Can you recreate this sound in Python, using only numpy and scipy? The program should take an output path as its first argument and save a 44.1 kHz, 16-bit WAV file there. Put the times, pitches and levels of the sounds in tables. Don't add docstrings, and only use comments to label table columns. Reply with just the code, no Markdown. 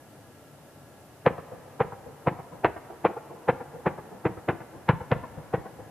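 import sys
import numpy as np
from scipy import signal
from scipy.fft import rfft, irfft, next_fast_len
from scipy.io import wavfile

SR = 44100
rng = np.random.default_rng(int(sys.argv[2]) if len(sys.argv) > 2 else 0)


def transcribe(u):
    v = np.clip(np.atleast_2d(u).T, -1, 1)
    q = np.round(v * 32767).astype(np.int16)
    wavfile.write(sys.argv[1], SR, q)


N = 260542


def from_db(db):
    return 10 ** (np.asarray(db) / 20)


def rms_one(x):
    return x / np.sqrt(np.mean(x ** 2) + 1e-20)


def low_pass(x, hz, order=2):
    sos = signal.butter(order, min(hz, 0.45 * SR), fs=SR, output="sos")
    return signal.sosfilt(sos, x + 1e-18)


def high_pass(x, hz, order=2):
    sos = signal.butter(order, hz, "high", fs=SR, output="sos")
    return signal.sosfilt(sos, x + 1e-18)


def colour(x, spectrum):
    hz, db = np.transpose(spectrum)
    size = next_fast_len(x.shape[-1])
    bins = np.maximum(np.fft.rfftfreq(size, 1 / SR), 1)
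    gain = from_db(np.interp(np.log(bins), np.log(hz), db))
    return irfft(rfft(x, size) * gain, size)[..., :x.shape[-1]]


def stereo_noise(size, side_db):
    mid, side = rng.standard_normal((2, size))
    opposed = side * np.array([[1], [-1]])
    return rms_one(mid + from_db(side_db) * opposed)


def night_rumble():
    # f/Hz, relative level/dB
    night_colour = [(25, -21.5), (60, -10), (100, 1.5), (150, -1.5), (190, -5), (290, -1.5), (380, -7),
                    (600, -4.5), (830, -8.5), (1050, -15.5), (1280, -16), (1950, -21.5), (2400, -31),
                    (2900, -25), (3600, -48), (7000, -63)]
    rumble = colour(stereo_noise(N, side_db=-13), night_colour)
    return from_db(-51.5) * rms_one(rumble)


def drone():
    # f/Hz, width/Hz, rms level/dB
    tones = [(145, 8, -61), (1349, 14, -71), (1668, 22, -71)]
    out = np.zeros(N)
    for hz, width, db in tones:
        waver = low_pass(rng.standard_normal((2, N + SR)), width / 2)[:, SR:]
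        phase = 2 * np.pi * hz * np.arange(N) / SR
        tone = waver[0] * np.cos(phase) + waver[1] * np.sin(phase)
        out += from_db(db) * rms_one(tone)
    return out


def terrain():
    # delay t/s, level before colouring/dB, rise t/s, fade t/s, dull above f/Hz,
    # clean copy against the smear/dB
    reflections = [(0.017, -19.5, 0.0048, 0.066, 2700, -29), (.037, -18.5, 0.0056, 0.015, 380, 2.5),
                   (.117, -22, 0.00081, 0.0049, 1420, -3), (.25, -22, 0.00049, 0.034, 740, -13),
                   (0.087, -22.5, 0.032, 0.71, 2200, -40)]
    # f/Hz, level/dB
    echo_colour = [(50, 10.5), (140, 0), (240, 2.5), (380, 2), (520, 1.5), (800, 4.5), (1500, 4.5),
                   (2500, 4.5), (4000, 13), (8000, -25)]
    t = np.arange(int(1.6 * SR)) / SR
    response = np.zeros((2, len(t)))
    for delay, db, rise, fade, dull_hz, clean_db in reflections:
        age = np.maximum(t[t < delay + 10 * fade] - delay, 0)
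        swell = (1 - np.exp(-age / rise)) ** 2 * np.exp(-age / fade)
        swell = swell / np.sqrt(np.sum(swell ** 2))
        echo = swell * stereo_noise(len(t), side_db=-8)[:, :len(age)]
        echo[:, round(delay * SR)] += from_db(clean_db)
        response[:, :len(age)] += from_db(db) * low_pass(echo, dull_hz)
    return colour(response, echo_colour)


def spray(t, spectrum, rise_db_per_s, hold_s, fall_db_per_s):
    db = rise_db_per_s * np.minimum(t, 0) - fall_db_per_s * np.maximum(t - hold_s, 0)
    grain = colour(stereo_noise(len(t), side_db=-22.5), spectrum)
    return rms_one(from_db(db) * grain)


def packet(t, hz, delay, steep):
    age = np.maximum(t, 0) / delay
    swell = (age * np.exp(1 - age)) ** steep
    return swell * np.cos(2 * np.pi * hz * (t - delay))


def front(t, air_hz, push_s, path_spread_db):
    # delay t/s, relative level/dB
    paths = [(0, 12.5), (.004, 2), (.0062, -3), (.0118, -31)]
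    out = np.zeros(len(t))
    for k, (delay, db) in enumerate(paths):
        arrival = delay * (1 + 0.027 * rng.standard_normal())
        age = (t + push_s / 2 - arrival) / push_s
        blast = (age >= 0) * (1 - age) * np.exp(-np.abs(age))
        out += blast * from_db(db + (k > 0) * path_spread_db * rng.standard_normal())
    out = low_pass(low_pass(out, air_hz), 1.46 * air_hz, order=4)
    out = high_pass(out, 280)
    return out / out.max()


def cannon():
    # t/s, strength/dB, front passes clearly up to f/Hz, thump against strength/dB,
    # ringing body against strength/dB
    rounds = [(1.2638, -9, 2480, -8, 0.5), (1.8046, -11.5, 1750, -8, -1), (2.2722, -10.5, 1760, -8.5, -4.5),
              (2.6466, -7.5, 2300, -18, -7), (3.0509, -9.5, 2158, -15, -1.5), (3.4864, -9, 1847, -8.5, -3),
              (3.8641, -11, 1750, -9, -5), (4.2544, -12, 1730, -6, -3), (4.4879, -11.5, 2100, -8.5, -6),
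              (4.8904, -9.5, 2620, 2, -4), (5.1169, -13, 2620, 2.5, 0), (5.5375, -14.5, 1350, -3.5, -0.5)]
    # f/Hz, relative level/dB
    dull_colour = [(25, -52), (60, -12), (130, 2.5), (240, -4), (340, 3.5), (620, -3), (780, 3), (980, -1),
                   (1200, -15), (1700, -75), (3000, -59)]
    bright_colour = [(600, -2.5), (1150, 3.5), (1700, 1), (2600, -9), (3300, -21), (4200, -31.5),
                     (5500, -64), (8000, -68)]
    usual_clear_hz = 2000
    usual_strength_db, echo_follows = -11, 0.48
    out = np.zeros((2, N))
    t = np.arange(int(-0.03 * SR), int(0.06 * SR)) / SR
    for s, strength_db, clear_hz, thump_db, body_db in rounds:
        at = round((s + t[0]) * SR) + np.arange(len(t))
        octaves = np.log2(clear_hz / usual_clear_hz)
        crack = from_db(-1 + 8.5 * octaves) * front(t, clear_hz, push_s=0.00071, path_spread_db=0.5)
        thump = from_db(thump_db) * packet(t, hz=138, delay=0.0058, steep=2.26)
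        body = from_db(body_db) * packet(t, hz=491, delay=0.004835, steep=2.03)
        dull = from_db(-18) * spray(
            t, dull_colour, rise_db_per_s=2000, hold_s=0.0046, fall_db_per_s=720)
        bright = from_db(-23.5 + 4.5 * octaves) * spray(
            t, bright_colour, rise_db_per_s=2400, hold_s=0.013, fall_db_per_s=894)
        blast = high_pass(crack + thump + dull + bright, 68.4)
        out[:, at] += from_db(strength_db) * (blast + body)
        sent = blast + from_db(-1) * body
        echoes = signal.fftconvolve(sent, terrain(), axes=1)[:, :N - at[0]]
        echo_db = usual_strength_db + echo_follows * (strength_db - usual_strength_db)
        out[:, at[0]:at[0] + echoes.shape[1]] += from_db(echo_db) * echoes
    return out


def scene():
    # f/Hz, left minus right level/dB
    lean = [(125, 1.7), (500, .7), (2000, .2)]
    left, right = night_rumble() + drone() + cannon()
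    left = colour(left, [(hz, db / 2) for hz, db in lean])
    right = colour(right, [(hz, -db / 2) for hz, db in lean])
    return np.array([left, right])


def record(dry):
    # f/Hz, relative level/dB
    hiss_colour = [(2500, 2), (4500, -1), (6000, -1), (9300, -1), (10500, 1), (12000, -1), (14500, -2)]
    thin = high_pass(dry, 59, order=1)
    hiss = from_db(-59) * rms_one(colour(rng.standard_normal((2, N)), hiss_colour))
    top_cut = signal.ellip(12, 0.1, 80, 14300, fs=SR, output="sos")
    return signal.sosfilt(top_cut, thin + hiss)


dry = scene()
out = record(dry)
transcribe(out)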